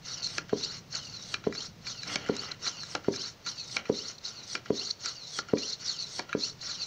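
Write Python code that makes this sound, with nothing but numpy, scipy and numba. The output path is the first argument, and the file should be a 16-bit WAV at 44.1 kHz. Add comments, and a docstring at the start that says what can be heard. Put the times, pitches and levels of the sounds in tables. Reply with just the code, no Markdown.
"""A small hand pump inflates a motorcycle tyre in a yard, heard close by.
Air hisses past the sliding barrel and rings a chamber whose length follows the piston, so its resonances glide.
Each push surges and whistles mid-way; all but the last, which runs out of time, end in a clack.
Each pull creeps until the vacuum lets go with a hollow pop, a filtered pulse and ring, then draws air freely.
The seal squeaks and the loose barrel ticks in between, over wall echoes and faint far traffic."""
import sys
import numpy as np
from scipy import signal
from scipy.fft import rfft, irfft
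from scipy.io import wavfile
from scipy.ndimage import uniform_filter1d
from numba import njit

SR = 44100
rng = np.random.default_rng(int(sys.argv[2]) if len(sys.argv) > 2 else 0)


def output_pcm(signal):
    """Save a mono or channel-first signal as 16-bit PCM at the path in sys.argv[1].

    Samples are clipped to [-1, 1] before scaling.
    """
    pcm = np.clip(np.atleast_2d(signal).T, -1, 1) * 32767
    wavfile.write(sys.argv[1], SR, np.round(pcm).astype(np.int16))


N = 302526
SOUND_M_S = 343


def undb(db):
    """Decibels to gain."""
    return 10 ** (np.asarray(db) / 20)


def unit(x):
    """Scale to rms 1."""
    return x / np.sqrt(np.mean(x ** 2))


def noise(count=N):
    """White noise."""
    return rng.standard_normal(count)


def seconds(length_s):
    """Time axis of a short sound."""
    return np.arange(int(length_s * SR)) / SR


def curve(rows):
    """Each column of a timed table, sample by sample."""
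    s, *columns = np.transpose(rows)
    return [np.interp(np.arange(N) / SR, s, c) for c in columns]


def colour(x, points):
    """Filter by a (Hz, dB) outline, straight over log frequency."""
    hz, db = np.transpose(points)
    f = np.maximum(np.fft.rfftfreq(len(x), 1 / SR), 1)
    gain = undb(np.interp(np.log(f), np.log(hz), db))
    return irfft(rfft(x) * gain, len(x))


def band(x, hz, kind, order=2):
    """Butterworth filter."""
    sos = signal.butter(order, np.minimum(hz, .45 * SR), kind, fs=SR, output="sos")
    return signal.sosfilt(sos, x)


def walk(rate_hz):
    """Random wander through rate_hz points a second, spread near 1."""
    points = noise(int(N / SR * rate_hz) + 2)
    return np.interp(np.arange(N) / SR * rate_hz, np.arange(len(points)), points)


def ring(modes, t, scatter_db):
    """Decaying sines; every blow weights them a little differently."""
    total = 0
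    for hz, db, t60_s in modes:
        gain = undb(db + scatter_db * rng.standard_normal())
        total = total + gain * np.sin(2 * np.pi * hz * t) * np.exp(-np.log(1000) * t / t60_s)
    return total


def add(out, s, x):
    """Mix a sound in at time s."""
    i = int(s * SR)
    out[i:i + len(x)] += x[:N - i]


def held(start_s, end_s, attack_s, release_s):
    """Envelope that grows up to the start, holds to the end and dies away, with e-fold times."""
    t = np.arange(N) / SR
    log_level = np.minimum((t - start_s) / attack_s, (end_s - t) / release_s)
    return np.exp(np.maximum(log_level, -20).clip(max=0))


def swell(s, rise_s, fall_s):
    """Bell-shaped envelope that peaks at time s."""
    t = np.arange(N) / SR - s
    return np.exp(-np.minimum((t / np.where(t < 0, rise_s, fall_s)) ** 2, 20))


# Outdoor background colour. Each row: frequency in Hz, gain in dB.
YARD_COLOUR = [(25, -10.5), (55, -9.5), (80, -2), (120, 4.5), (170, 3), (260, -4), (450, -5.5),
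               (800, -16.5), (1500, -20), (3000, -22), (6000, -23.5), (9000, -46), (13800, -42),
               (15300, -35)]
# Distant traffic. Each row: time in seconds, mean level in dB.
TRAFFIC = [(0, -54.5), (.6, -52), (1.2, -52.5), (1.9, -51), (2.7, -54), (3.4, -55.5), (4.2, -56),
           (5.1, -58.5), (6, -56.5), (6.86, -56)]


def background(air_db=-49.0):
    """Steady outdoor air over the wavering rumble of far traffic: one noise, split by filters."""
    outdoors = unit(colour(noise(), YARD_COLOUR))
    level_db, = curve(TRAFFIC)
    rumble = unit(band(outdoors, 240, "low")) * undb(level_db + 1.2 * walk(8))
    return rumble + undb(air_db) * band(outdoors, 585, "high")


# Nearby walls. Each row: delay in seconds, gain in dB before the dulling filter.
ECHOES = [(0.0179, -23.5), (0.0239, -18.5), (.0275, -18), (0.0408, -22)]


def yard(x, tail_db=-13, t60_s=0.41, dull_hz=700, bright_db=-13):
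    """A few dull wall echoes and a short scatter from pots and plants, as an impulse response."""
    t = seconds(.4)
    tail = noise(len(t)) * np.exp(-np.log(1000) * t / t60_s) * (t > .008)
    response = unit(tail) * undb(tail_db) / np.sqrt(len(t))
    for s, db in ECHOES:
        add(response, s, undb([db]))
    response = band(response, dull_hz, "low", order=1) + undb(bright_db) * response
    return signal.fftconvolve(x, response)[:N]


# Barrel and handle resonances. Each row: frequency in Hz, gain in dB, t60 in seconds.
BARREL = [(500, -13, 0.019), (1408, 12.5, 0.043), (1610, 4, 0.024), (1670, 9, 0.023), (1942, 5, 0.026),
          (2270, 5, 0.022), (2380, 0, 0.052), (2595, -9, 0.047), (3430, -19, 0.0057), (3960, -1.5, 0.036),
          (4820, 2, 0.003), (5170, 16, 0.0028), (5120, -20, 0.012), (6150, -10, 0.016), (6220, -1, 0.0056),
          (7100, -14, 0.015)]


def knock(treble_db, contact_s, scrape):
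    """A rough contact rings the barrel; treble_db sets the treble share. Loudest 4 ms at rms 1."""
    t = seconds(.08)
    force = scrape * noise(len(t)) * np.exp(-t / contact_s)
    force[0] += 1
    body = signal.fftconvolve(force, ring(BARREL, t, scatter_db=5.5))[:len(t)]
    low = band(body, [1150, 3050], "band", order=3)
    high = band(body, [3200, 7200], "band", order=5)
    share = min(undb(treble_db), .97)
    sound = np.sqrt(1 - share ** 2) * unit(low) + share * unit(high)
    return sound / np.sqrt(uniform_filter1d(sound ** 2, size=176).max())


# Loose barrel and hose fitting. Each row: time in seconds, level in dB before trim, treble share in dB.
TICKS = [(0.272, -31, 0), (0.954, -30, 1.5), (1.525, -34.5, -8), (1.55, -39, -12), (1.869, -35, -9),
         (2.033, -32.5, -1.5), (2.288, -32.5, -10.5), (2.366, -32, 0), (2.665, -32, -5), (2.833, -35.5, -3),
         (3.138, -39.5, -6), (3.161, -30.5, 0.5), (3.463, -36, -3.5), (5.0588, -25.5, -1),
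         (5.572, -38.5, -21), (6.3289, -23, -17), (6.696, -37, -2.5)]


def ticks(trim_db=-1, slack_db=-39.5, slack_treble_db=-10):
    """Light, scraping knocks as the barrel rocks on its rod, and one as each pull takes up the slack."""
    out = np.zeros(N)
    slack_ticks = [(s, slack_db, slack_treble_db) for s, *_ in PULLS]
    for s, db, treble_db in TICKS + slack_ticks:
        add(out, s, undb(db + trim_db) * knock(treble_db, contact_s=0.0014, scrape=0.34))
    return out


# Piston meets the end stop. Each row: time in seconds, base level in dB, treble share in dB,
# thud in dB re the base. Trims in clacks() add to the levels.
CLACKS = [(.3826, -24.5, -7, -12), (1.3424, -22, -9, -20), (2.1585, -21.5, -5, -8), (2.9522, -24.5, -6, -1),
          (3.7678, -20.5, -17, -14), (4.5532, -25, -8, -11), (5.3894, -25.5, -9, -9),
          (6.1944, -27.5, -8, -1)]


def burst(t, decay_s, band_hz, order):
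    """Decaying noise through a band."""
    return band(noise(len(t)) * np.exp(-t / decay_s), band_hz, "band", order=order)


def clacks(clack_db=-1, touch_db=-8, touch_lead_s=.002, thud_db=-2, thud_s=0.0074,
           snap_db=3, snap_s=0.0016, crack_db=12, crack_s=0.00042):
    """The piston touches the stop with a thud through the base, then lands with a crack and a snap."""
    out, t = np.zeros(N), seconds(.08)
    for s, db, treble_db, low_db in CLACKS:
        add(out, s - touch_lead_s, undb(db + touch_db) * knock(0.21, 0.00061, 0.51))
        add(out, s, undb(db + clack_db) * knock(treble_db, 0.00081, 0.29))
        thud = burst(t, thud_s, [210, 900], order=2)
        snap = burst(t, snap_s, [1300, 5200], order=4)
        crack = burst(t, crack_s, [1500, 5400], order=5)
        add(out, s - touch_lead_s, undb(db + low_db + thud_db) * 2 * thud / np.abs(thud).max())
        add(out, s, undb(db + snap_db) * snap)
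        add(out, s, undb(db + crack_db) / 2 * crack / np.abs(crack).max())
    return out


# Vacuum lets go. Each row: time in seconds, base level in dB, lead of the first leak in seconds,
# leak in dB re the base, hollow ring in dB re the base.
POPS = [(0.5336, -17.5, 0.0045, -4, 1), (1.4729, -16, 0.0045, -7, -0.5), (2.2986, -16.5, 0.0042, -5.5, 1.5),
        (3.0859, -12, 0.0028, -14, -3.5), (3.9005, -13.5, 0.004, -8.5, -2.5),
        (4.7066, -15.5, 0.0045, -14, 1), (5.5376, -11, 0.0041, -17, -2), (6.3522, -19, 0.0054, -24, 3)]
# Air modes of the opened barrel. Each row: frequency in Hz, gain in dB, t60 in seconds.
CAVITY = [(225, -6, 0.025), (287, -12.5, 0.067), (412.7, -2, 0.056), (454, -34.5, 0.073),
          (760, -20.5, 0.01), (949, -26, 0.08)]


def pressure_pulse(t, centre_s, width_s):
    """Smooth pulse with a dip on either side."""
    u = (t - centre_s) / width_s
    return (1 - u ** 2) * np.exp(-u ** 2 / 2)


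def pops(rush_s=0.00061, rush_db=-4, ring_lead_s=0.001654, leak_s=0.00048, leak_ring_db=-8):
    """Air rushes into the evacuated barrel: a small leak, one smooth pressure pulse, then a hollow ring."""
    out, t = np.zeros(N), seconds(.15)
    centre_s = .005
    leak = pressure_pulse(t, centre_s, leak_s)
    rush = pressure_pulse(t, centre_s, rush_s)
    for s, db, lead_s, leak_db, ring_db in POPS:
        # the piston is never at quite the same place, so the pitch varies
        stretch = 1 + 0.02 * rng.standard_normal()
        hollow = band(ring(CAVITY, t * stretch, scatter_db=1.5), 150, "high")
        add(out, s - centre_s - lead_s, undb(db + leak_db) * leak)
        add(out, s - lead_s, -undb(db + leak_db + leak_ring_db) * hollow)
        add(out, s - centre_s, undb(db + rush_db) * rush)
        add(out, s - ring_lead_s, -undb(db + ring_db) * hollow)
    return out


# Brief seal squeaks. 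Each row: time in seconds, chirp level at the peak in dB rms, Gaussian spread in seconds.
SQUEAKS = [(0.231, -33.5, 0.0014), (0.267, -33, 0.0031), (0.637, -40, .003), (1.159, -42, 0.0042),
           (2.518, -32.5, 0.0026), (4.186, -40.5, 0.0025), (4.253, -37, .0024), (4.8, -32.5, .003),
           (4.909, -27, 0.0035), (5.732, -33, 0.0041), (5.992, -38, 0.002), (6.01, -37, 0.0031),
           (6.616, -40.5, 0.0033)]


def squeaks(squeak_hz=4250, width_hz=450, rasp_db=-5):
    """Short slips of the seal chirp: gated narrow-band noise with some hiss."""
    t = np.arange(N) / SR
    slips = sum(undb(db) * np.exp(-((t - s) / spread_s) ** 2 / 2) for s, db, spread_s in SQUEAKS)
    chirp = unit(band(noise(), [squeak_hz - width_hz / 2, squeak_hz + width_hz / 2], "band"))
    rasp = unit(colour(noise(), HISS_COLOUR))
    return slips * (chirp + undb(rasp_db) * rasp)


# Pushes. Each row: air starts, first surge, mid-way, all in seconds; hiss in dB steady, in the surge,
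# mid-way, before the stop; rub in dB steady, in the surge.
PUSHES = [(.06, .118, .245, -44, -37, -36, -45, -52, -56), (.925, .958, 1.15, -46, -35, -45, -46, -57, -43),
          (1.85, 1.888, 2.015, -48, -36, -40, -43, -57, -50),
          (2.622, 2.67, 2.812, -46, -33.5, -42, -46, -55, -41),
          (3.457, 3.474, 3.605, -47, -35, -38, -39, -58, -45),
          (4.24, 4.272, 4.385, -49, -37, -45, -38, -57, -53),
          (5.015, 5.078, 5.21, -46, -34, -47, -35, -60, -45),
          (5.812, 5.897, 6.018, -43, -33.5, -34, -42, -57, -48),
          (6.625, 6.705, 6.825, -42, -39, -33, -42, -54, -51)]
# Pulls. Each row: slack taken up, air flows freely, mid-way, hand slows, all in seconds;
# hiss in dB steady, mid-way; steady rub in dB.
PULLS = [(.494, .575, .635, .765, -42, -33, -52), (1.44, 1.555, 1.575, 1.655, -39, -41, -52),
         (2.263, 2.36, 2.39, 2.46, -42, -41, -53), (3.045, 3.14, 3.18, 3.28, -38, -39, -50),
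         (3.855, 3.945, 3.985, 4.11, -41, -35, -54), (4.659, 4.755, 4.80, 4.90, -38.5, -35, -53),
         (5.486, 5.585, 5.62, 5.73, -37, -37, -52), (6.293, 6.40, 6.435, 6.485, -38, -32, -53)]
# Harsh barrel drags. Each row: start in seconds, length in seconds, rub in dB, hiss in dB.
SCRAPES = [(2.087, 0.05, -39, -41), (2.176, 0.35, -47, -51.5), (3.775, 0.019, -43.5, -61),
           (6.635, .02, -55, -60)]
ATTACK_S, RELEASE_S = .018, 0.022
LAST_STOP_S = 6.95  # beyond the end of the sound


def stops():
    """Times at which the pushes end."""
    return [s for s, *_ in CLACKS] + [LAST_STOP_S]


def flow(midway_rub_db=-22, surge_rise_share=0.74, surge_fall_s=0.037, midway_s=0.024,
         creep_s=0.039, creep_hiss_db=-54, creep_rub_db=-52.5,
         build_s=0.052, cut_s=0.017, bleed_s=0.041, press_rub_db=-48):
    """Gains of hiss and rub: steady while the piston moves, swelling in the surge and mid-way."""
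    parts = []  # (envelope, hiss dB, rub dB)
    for push, stop in zip(PUSHES, stops()):
        start, surge, midway, hiss_db, surge_db, midway_db, press_db, rub_db, surge_rub_db = push
        surge_rise_s = surge_rise_share * (surge - start)
        parts += [(held(start, stop, ATTACK_S, RELEASE_S), hiss_db, rub_db),
                  (swell(surge, surge_rise_s, surge_fall_s), surge_db, surge_rub_db),
                  (swell(midway, midway_s, midway_s), midway_db, midway_db + midway_rub_db),
                  # the hiss builds before the end stop and is cut by it
                  (held(stop, stop, build_s, cut_s), press_db, -np.inf),
                  # the loaded seal rubs on as the pressure bleeds off
                  (held(stop, stop, bleed_s, bleed_s), -np.inf, press_rub_db)]
    for slack, free, midway, slows, hiss_db, midway_db, rub_db in PULLS:
        # first a slow creep against the vacuum
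        parts += [(held(slack, slack + creep_s, ATTACK_S / 2, RELEASE_S), creep_hiss_db, creep_rub_db),
                  (held(free, slows, ATTACK_S, RELEASE_S), hiss_db, rub_db),
                  (swell(midway, midway_s / 2, midway_s), midway_db, midway_db + midway_rub_db)]
    for s, length_s, rub_db, hiss_db in SCRAPES:
        parts.append((held(s, s + length_s, ATTACK_S, RELEASE_S), hiss_db, rub_db))
    hiss_power = sum((shape * undb(db)) ** 2 for shape, db, _ in parts)
    rub_power = sum((shape * undb(db)) ** 2 for shape, _, db in parts)
    return np.sqrt(hiss_power), np.sqrt(rub_power)


# Chamber length in m during a push: at the top, in the surge, just after it, mid-way, at the end stop.
PUSH_M = (.028, .06, .085, .1, .135)
# Chamber during a pull. Each row: time from mid-way in seconds, length in m.
PULL_PATH = [(-.08, .135), (-.025, .114), (0, .1), (.03, .084), (.065, .062), (.11, .043)]


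def chamber(surge_length_s=.055, unsteady=0.00703):
    """Length of the air chamber (m) as the hand pushes and pulls, never quite evenly."""
    path = []
    for (start, surge, midway, *_), stop in zip(PUSHES, stops()):
        # the piston covers the stretch after the surge quickly
        times = (start - 2 * ATTACK_S, surge, surge + surge_length_s, midway, stop)
        path += zip(times, PUSH_M)
    for _, _, midway, *_ in PULLS:
        path += [(midway + s, m) for s, m in PULL_PATH]
    length_m, = curve(sorted(path))
    return uniform_filter1d(length_m * (1 + unsteady * walk(35)), size=900)


# Whistling ease of the air gap. Each row: pitch in Hz, gain in dB.
GAP = [(2200, -44), (2750, -11), (3150, -13), (3600, -28), (4050, -3.5), (4500, -0.5), (4850, -22),
       (5500, -13), (6500, -19), (7200, -27), (8000, -34)]
# Whistling quarter-wave modes. Each row: odd multiple, gain in dB.
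WHISTLES = [(3, 3), (5, 6), (7, -3)]


def whistle(length_m, width_hz=42, full_speed_m_s=0.14, patchy_db=3):
    """Turbulence feeds the chamber modes; they need a fast piston and swell at the pitch the gap favours."""
    hz, db = np.transpose(GAP)
    drive = np.minimum(np.abs(np.gradient(length_m)) * SR / full_speed_m_s, 1)
    sound, power = 0, 0
    for multiple, mode_db in WHISTLES:
        pitch_hz = multiple * SOUND_M_S / (4 * length_m)
        phase = 2 * np.pi * np.cumsum(np.minimum(pitch_hz, SR / 4)) / SR
        gap_db = np.interp(pitch_hz, hz, db, right=-np.inf)
        gain = drive * undb(gap_db + mode_db + patchy_db * walk(55))
        # higher modes lose more energy and are broader
        rate_hz = width_hz * multiple
        tone = unit(walk(rate_hz) * np.sin(phase) + walk(rate_hz) * np.cos(phase))
        sound = sound + gain * tone
        power = power + gain ** 2
    return sound, power


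def eddies(x, depth_db, rate_hz):
    """Turbulence makes every 400 Hz band swell and sink on its own; the outer bands are merged."""
    spectrum = rfft(x)
    slot = np.clip(np.fft.rfftfreq(N, 1 / SR) // 400, 7, 19)
    return sum(irfft(spectrum * (slot == k), N) * undb(depth_db * walk(rate_hz)) for k in np.unique(slot))


@njit
def stopped_pipe(x, lag, reflection):
    """Sound returns inverted after a moving round trip: odd quarter-wave resonances."""
    y = x.copy()
    for i in range(256, len(x)):
        k = int(lag[i])
        part = lag[i] - k
        y[i] -= reflection * ((1 - part) * y[i - k] + part * y[i - k - 1])
    return y


# Air hiss colour. Each row: frequency in Hz, gain in dB.
HISS_COLOUR = [(1500, -56), (2900, -22.5), (3600, -5.5), (4050, 3), (4370, 7), (4750, -4), (5100, -2),
               (5550, 3.5), (6300, -2.5), (7000, -11.5), (7700, -22.5), (8400, -35), (9500, -30),
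               (13500, -60)]
# Rubbing seal colour. Each row: frequency in Hz, gain in dB.
RUB_COLOUR = [(50, -22), (250, 5), (600, 0.5), (950, -0.5), (1250, 4), (1385, 10.5), (1520, 4), (1750, 0.5),
              (2050, 5), (2250, 1.5), (2420, 1.5), (2600, -0.5), (2820, 7.5), (3200, 1.5), (5000, -35)]


def sliding(reflection=0.17, rub_reflection=0.26, grit_db=2.0, flutter_db=2.03, spit_db=-15, spit_s=0.094):
    """Air hiss, its whistles and the gritty rub of the seal, all coloured by the changing chamber."""
    hiss_gain, rub_gain = flow()
    t, length_m = np.arange(N) / SR, chamber()
    round_trip = 2 * length_m / SOUND_M_S * SR  # samples
    air = eddies(noise(), depth_db=3.6, rate_hz=70) * undb(1.3 * walk(900))
    hiss = unit(colour(stopped_pipe(air, round_trip, reflection), HISS_COLOUR))
    # the whistles take their energy from the hiss
    tones, power = whistle(length_m)
    hiss = (hiss + tones) / np.sqrt(1 + power)
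    # pressure peaks just before each clack, and the jet turns brighter
    pressure = sum(np.exp(-((t - s) / spit_s) ** 2) * (t < s) for s, *_ in CLACKS)
    hiss += undb(spit_db) * pressure * unit(band(noise(), [6200, 8800], "band", order=3))
    grit = noise() * undb(grit_db * walk(1100))
    rub = unit(colour(stopped_pipe(grit, round_trip, rub_reflection), RUB_COLOUR))
    # the seal sticks and slips, so the flow flutters
    hiss = undb(flutter_db * walk(130)) * hiss * hiss_gain
    rub = undb(flutter_db * walk(130)) * rub * rub_gain
    return hiss + rub


def scene():
    """The pump close by, its echoes and the background."""
    pump = sliding() + squeaks() + clacks() + ticks() + pops()
    return (pump + yard(pump) + background())[None]


def record(dry, top_hz=15600):
    """A steep elliptic low-pass cuts the top."""
    return signal.sosfilt(signal.ellip(10, .2, 70, top_hz, fs=SR, output="sos"), dry)


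dry = scene()
out = record(dry)
output_pcm(out)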